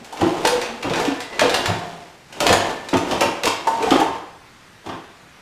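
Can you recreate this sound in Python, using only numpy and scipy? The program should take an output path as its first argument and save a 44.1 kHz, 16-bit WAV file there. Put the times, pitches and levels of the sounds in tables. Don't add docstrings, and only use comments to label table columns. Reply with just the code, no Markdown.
import sys
import numpy as np
from scipy import signal
from scipy.fft import rfft, irfft
from scipy.io import wavfile
from scipy.ndimage import uniform_filter1d

SR = 44100
rng = np.random.default_rng(int(sys.argv[2]) if len(sys.argv) > 2 else 0)


def file_out(sig):
    cols = np.atleast_2d(sig).T
    lim = np.clip(cols, -1, 1)
    pcm = np.round(lim * 32767).astype(np.int16)
    wavfile.write(sys.argv[1], SR, pcm)


N = 238786

STACK_MODE_HZ = [102, 167, 228, 276, 323, 382, 450, 489, 582, 640, 700, 742, 797, 906, 970, 1040, 1190,
                 1330]
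# level/dB, t60/s (t60 limited in rings)
STACK_MODES = [(-6.5, 0.31), (-5, 0.35), (4, 0.066), (-2, 0.22), (-3, 0.088), (-3.5, 0.17), (2.5, 0.13),
               (-2, .35), (-5.5, 0.43), (-15, 0.48), (4, 0.52), (4.5, 0.073), (1, 0.37), (5, 0.21),
               (-2, 0.37), (4, 0.11), (-12.5, 0.33), (-43, 0.15)]
RIM_MODE_HZ = [1450, 1572, 1768, 1992, 2170, 2385, 2520, 2750, 3050, 3230, 3420, 3680, 3950, 4300, 4700,
               5200, 5700, 6500]
# f/Hz, relative density/dB per Hz
CRACK_SPECTRUM = [(410, -21), (700, -7), (1970, -7.5), (3370, -8), (4860, -11), (7490, -16), (13900, -30.5),
                  (15400, -37), (16000, -71)]
# f/Hz, relative density/dB per Hz
THUMP_SPECTRUM = [(18, -60), (30, -40.5), (321, 2.5), (636, 0.5), (794, 2.5), (887, 0), (1070, -1.5),
                  (1600, -11.5), (2500, -16), (3250, -15), (5500, -120)]


def gain_of(db):
    return 10 ** (np.asarray(db) / 20)


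def evened(x):
    return x / np.sqrt(np.mean(x ** 2, -1, keepdims=True) + 1e-20)


def read(points, hz):
    f, value = np.transpose(points)
    return np.interp(np.log(hz + 1), np.log(f + 1), value)


def add(mix, s, sound):
    part = mix[round(s * SR):][:len(sound)]
    part += sound[:len(part)]


def coloured(x, spectrum):
    hz = np.fft.rfftfreq(x.shape[-1], 1 / SR)
    return irfft(rfft(x) * gain_of(read(spectrum, hz)), x.shape[-1])


def hiss():
    # f/Hz, relative density/dB per Hz
    spectrum = [(15, -29), (25, -19.5), (50, -3.5), (92, -3.5), (123, 1.5), (145, -3), (591, -9),
                (1520, -7), (1790, -8), (2280, -10.5), (5000, -17.5), (7920, -23), (14400, -34.5),
                (16000, -58)]
    level_db, patch_rms_db = -47.5, 1.3
    frames, hz = N // 256 + 5, np.fft.rfftfreq(1024, 1 / SR)
    a, b, patches = rng.standard_normal((frames, 513, 3)).T
    patches = uniform_filter1d(uniform_filter1d(patches, 12, 0), 14, 1)
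    patch_db = patch_rms_db * patches / patches.std()
    z = (a + 1j * b) * gain_of(read(spectrum, hz)[:, None] + patch_db)
    noise = signal.istft(z, nperseg=1024, noverlap=768)[1][:N]
    return gain_of(level_db) * evened(noise)


def kitchen(x):
    # f/Hz, t60/s
    decay = [(100, 0.16), (260, 0.61), (700, 0.67), (1840, 0.72), (4850, 0.54), (12800, 0.33)]
    gap, first, turns_per_s = 20, 150, 3
    taps = np.zeros((3, SR))
    at = np.arange(first, SR - gap, gap) + rng.integers(0, gap, (3, (SR - first - 1) // gap))
    np.put_along_axis(taps, at, rng.choice([-1., 1.], at.shape), 1)
    hz, t, z = signal.stft(taps, SR, nperseg=256)
    fade = gain_of(-60 * t / read(decay, hz)[:, None])
    tails = signal.istft(z * fade, SR, nperseg=256)[1]
    tails /= np.linalg.norm(tails[0])
    turn = 2 * np.pi * (turns_per_s * np.arange(N) / SR + np.arange(3)[:, None] / 3)
    shares = np.sqrt(2 / 3) * np.cos(turn)
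    return signal.fftconvolve(x * shares, tails, axes=1)[:, :N].sum(0)


def rings(pitches, modes):
    db, t60 = np.transpose(modes)[:, :, None]
    t, t60 = np.arange(SR // 3) / SR, np.clip(t60, .03, .22)
    return gain_of(db - 60 * t / t60) * np.sin(2 * np.pi * np.c_[pitches] * t)


def rim_modes():
    fall_db_per_octave, cycles_in_t60 = 4, 130
    return [(-fall_db_per_octave * np.log2(hz / RIM_MODE_HZ[0]), cycles_in_t60 / hz) for hz in RIM_MODE_HZ]


def scrape(offset_db, slope, pitches, modes, spectrum, per_s, spread_db, ring_db):
    # t/s, level/dB before offset and slope
    drag = [
        [(0.0, -48.5), (0.15, -44), (0.21, -28), (0.41, -30), (0.5, -27), (0.8, -42.5), (1.01, -23.5),
         (1.23, -42)],
        [(1.3, -40), (1.45, -29), (1.57, -26.5), (1.76, -34.5), (2.04, -45.5), (2.15, -57)],
        [(2.28, -57), (2.43, -28.5), (2.51, -17.5), (2.57, -33.5), (2.71, -27), (2.78, -38.5), (2.98, -44),
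         (3.11, -26), (3.52, -47)],
        [(3.6, -41.5), (3.91, -25), (4.0, -24.5), (4.06, -43), (4.17, -39), (4.3, -71)],
        [(4.845, -46.5), (5.01, -56), (5.08, -65.5)],
    ]
    t, level = np.arange(N) / SR, np.zeros(N)
    for rows in drag:
        s, db = np.transpose(rows)
        level += gain_of(np.interp(t, s, offset_db + slope * db, -120, -120))
    chance, side, size = rng.random((3, N))
    catches = (chance < per_s / SR) * np.sign(side - .5)
    catches = catches * gain_of(-spread_db * np.log(size + 0.076))
    catches = level * evened(catches)
    ring = rings(pitches, modes).sum(0)
    ring /= np.linalg.norm(ring)
    grit = coloured(np.r_[np.zeros(1024), 1, np.zeros(1023)], spectrum)
    direct = signal.oaconvolve(catches, grit / np.linalg.norm(grit), "same")
    return direct + gain_of(ring_db) * signal.oaconvolve(catches, ring)[:N]


def rumble():
    return scrape(0, 1, STACK_MODE_HZ, STACK_MODES, THUMP_SPECTRUM,
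                  per_s=600, spread_db=-0.5, ring_db=-9.5)


def rasp():
    return scrape(-13, 0.83, RIM_MODE_HZ, rim_modes(), CRACK_SPECTRUM,
                  per_s=1500, spread_db=3, ring_db=-43.0)


def hums(rough, grain_ms):
    # t/s, level/dB, f/Hz (nearest mode sounds), t60/s
    table = [(.005, -37.5, 228, 0.099), (.125, -28, 906, 0.066), (0.216, -16.5, 323, 0.5),
             (0.214, -32, 102, 0.32), (.455, -21.5, 489, 0.71), (.68, -37, 228, 0.5),
             (0.848, -30.5, 102, 0.27), (0.942, -38, 1768, 0.97), (0.961, -24.5, 489, 0.64),
             (1.075, -14.5, 276, 0.13), (1.205, -42, 1992, 0.99), (1.43, -19, 489, 0.29),
             (1.674, -24.5, 102, 0.19), (1.675, -34.5, 700, 0.98), (1.76, -40.5, 167, 1),
             (2.41, -19, 582, 0.22), (2.53, -35, 1768, 1), (2.6, -40, 700, 0.27), (3.671, -20.5, 906, 0.15),
             (3.97, -23.5, 797, 0.38), (4.061, -32, 1040, 0.28)]
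    swell_s, held_share = 0.0084, 0.11
    out, t, pitches = np.zeros(N), np.arange(SR) / SR, np.r_[STACK_MODE_HZ, RIM_MODE_HZ]
    size = round(grain_ms * SR / 1000)
    shakes = rng.standard_normal((len(table), 2, SR))
    shakes = evened(uniform_filter1d(uniform_filter1d(shakes, size), size))
    for (s, db, hz, t60), (a, b) in zip(table, shakes):
        mode_hz = pitches[np.argmin(abs(pitches - hz))]
        fall_db = 60 * np.maximum(t - held_share * t60, 0) / max(t60, .05)
        level = gain_of(db - fall_db) * (1 - np.exp(-t / swell_s))
        waver = 1 + rough * (a + 1j * b)
        add(out, s, level * (waver * np.exp(2j * np.pi * mode_hz * t)).imag)
    return out


def blows(table, rule, pitches, modes, spectrum, grit_db, spot_db, spot_octaves, chance_db, lift_hz, order):
    settle_db, settle_s, settle_grain_db = -17, 0.018, 6
    chatter = .5
    stiff_power = 0.39
    out, ring, mode_hz = np.zeros(N), rings(pitches, modes), np.array(pitches)
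    t, bins = np.arange(4096) / SR, np.fft.rfftfreq(4096, 1 / SR) + 1
    ring_s = np.arange(ring.shape[1]) / SR
    luck = rng.standard_normal((len(table), 2 * len(modes) + len(t) + len(t) // 128))
    hard_ms, ms_per_db, hard_ring_db, ring_per_db = rule
    for (s, db, hz, lift_db), draw in zip(table, luck):
        near = lambda f: np.exp(-(np.log2(f / hz) / spot_octaves) ** 2)
        lift = lambda f: lift_db / (1 + (f / lift_hz) ** order)
        sign, size, grit, rattle = np.split(draw, np.cumsum([len(modes), len(modes), len(t)]))
        contact_s = max(hard_ms - ms_per_db * db, 1) / 1000
        contact_s *= (np.median(mode_hz) / hz) ** stiff_power

        grit = rfft(evened(coloured(grit, spectrum)))
        burst = irfft(grit * gain_of(grit_db * near(bins) + lift(bins)))
        uneven_db = settle_grain_db * np.repeat(rattle, len(t) // len(rattle))
        settle = gain_of(settle_db + uneven_db) * np.exp(-t / settle_s)
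        fall = np.exp(-(t / contact_s) ** 0.74) + settle * (1 - t / t[-1])
        burst *= fall * (1 - np.exp(-3 * t / contact_s))

        mode_db = spot_db * (near(mode_hz) - 1.5) + chance_db * size + lift(mode_hz)
        tone = (np.sign(sign) * gain_of(mode_db)) @ ring
        tone *= 1 - np.exp(-ring_s / (contact_s / 2))
        steps = np.linspace(0, len(rattle), len(tone))
        waver = np.interp(steps, range(len(rattle)), rattle[::-1])
        tone *= 1 - chatter / 2 + chatter * waver

        add(out, s, gain_of(db) * burst / 2)
        add(out, s, gain_of(db + hard_ring_db - ring_per_db * db) * tone)
    return out


def knocks():
    # t/s, level/dB, struck spot f/Hz, boom lift/dB
    table = [(0.125, -24, 806, -15), (0.21, -14.5, 805, -10), (0.216, -10.5, 390, 22),
             (0.239, -13.5, 325, 23), (0.448, -6.5, 850, -29), (0.842, -12, 312, -6), (0.867, -14, 346, 19),
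             (0.904, -11.5, 500, 16), (0.969, -17.5, 500, -12), (1.08, -20.5, 280, 4),
             (1.415, -5.5, 605, 11), (1.449, -12.5, 484, 5), (1.672, -14.5, 730, 19), (1.699, -14, 377, 22),
             (2.367, -28, 810, -8), (2.407, -8, 597, 6), (2.459, -7, 596, -19), (2.499, -7, 510, 19),
             (2.524, -7, 620, 7), (2.599, -14, 655, 11), (2.929, -4.5, 332, 21), (2.945, -6.5, 1190, 10),
             (3.119, -9, 340, 20.5), (3.212, -2.5, 570, 3), (3.25, -10.5, 533, 15), (3.441, -14, 477, 8),
             (3.466, -7, 1040, 9.5), (3.67, -7.5, 944, -41), (3.799, -15.5, 413, 10), (3.829, -9, 428, -8),
             (3.869, -13, 784, -2), (3.912, -1.5, 302, 5), (3.953, -4, 434, -10), (4.009, -8.5, 844, -26),
             (4.068, -16, 1020, 14.5), (4.15, -24.5, 1010, -6), (4.859, -21.5, 316, 20),
             (4.889, -19, 1154, 10), (4.918, -22, 211, 22)]
    rule = (9.5, 0.07, -4, 0.1427)
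    return blows(table, rule, STACK_MODE_HZ, STACK_MODES, THUMP_SPECTRUM, grit_db=8.0, spot_db=15,
                 spot_octaves=0.17, chance_db=2.0, lift_hz=195, order=5)


def clacks():
    # t/s, level/dB, struck spot f/Hz, treble lift/dB
    table = [(0.044, -31, 3000, 9), (0.1246, -31, 1520, 12.5), (0.171, -24, 3000, -2),
             (0.2113, -15.5, 2780, -2.5), (0.405, -34, 3000, -1), (0.4505, -3, 2980, 2),
             (0.4714, -9, 1540, 7.5), (0.614, -12, 2610, -2.5), (0.66, -17.5, 2600, -21),
             (0.8256, -15.5, 2570, -7), (0.8966, -11.5, 1580, -9.5), (0.9348, -8.5, 1600, -11),
             (0.9558, -15, 1730, -2), (0.9984, -17.5, 1790, 5), (1.0504, -13, 2770, -2.5),
             (1.1192, -20, 2780, -10), (1.2031, -17, 2180, 1.5), (1.2199, -21, 1980, -7),
             (1.327, -20, 1940, -21), (1.3931, -2.5, 2270, -4), (1.4094, -4.5, 3450, -4),
             (1.4944, -10, 3970, 0.5), (1.5419, 0.5, 4300, -3.5), (1.6578, -4.5, 3840, -2.5),
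             (2.3257, -25.5, 3020, 5), (2.4032, -5, 2670, 4), (2.4662, -3, 2930, 3),
             (2.4911, -0.5, 3320, -8), (2.527, -3, 1770, 5), (2.5565, -28, 2440, -10),
             (2.8864, -13.5, 3940, -1.5), (2.936, -9.5, 1940, -6.5), (2.969, -16, 2500, 7),
             (3.1107, -9, 3060, -3), (3.2071, -7.5, 2710, 6.5), (3.217, -2.5, 3000, -42),
             (3.434, -9, 2780, 1), (3.4537, -8, 2780, 6), (3.4744, -10, 3260, 3.5), (3.671, -18.5, 1530, 8),
             (3.8241, -15, 2420, 1), (3.9065, -7, 3140, 1), (3.9594, -23, 1500, -7),
             (3.9996, -16.5, 1570, 8.5), (4.8612, -28.5, 3270, 2), (4.8894, -21.5, 1600, -13),
             (4.93, -29.5, 1460, -20)]
    rule = (2.5, 0.06, -15, 0.39)
    return blows(table, rule, RIM_MODE_HZ, rim_modes(), CRACK_SPECTRUM, grit_db=5, spot_db=12,
                 spot_octaves=.14, chance_db=3, lift_hz=5460, order=-3)


def scene():
    drag = rumble() + rasp()
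    hum = hums(rough=.5, grain_ms=12)
    knock, clack = knocks(), clacks()
    to_kitchen = clack + gain_of(-3) * knock + gain_of(-7.0) * drag + gain_of(-9.5) * hum
    return (hiss() + kitchen(to_kitchen) + drag + hum + knock + clack)[None]


def record(dry):
    edge = signal.firwin(255, 15300, window=("kaiser", 9), fs=SR)
    return signal.oaconvolve(np.clip(dry, -.95, .95), edge[None], "same")


dry = scene()
out = record(dry)
file_out(out)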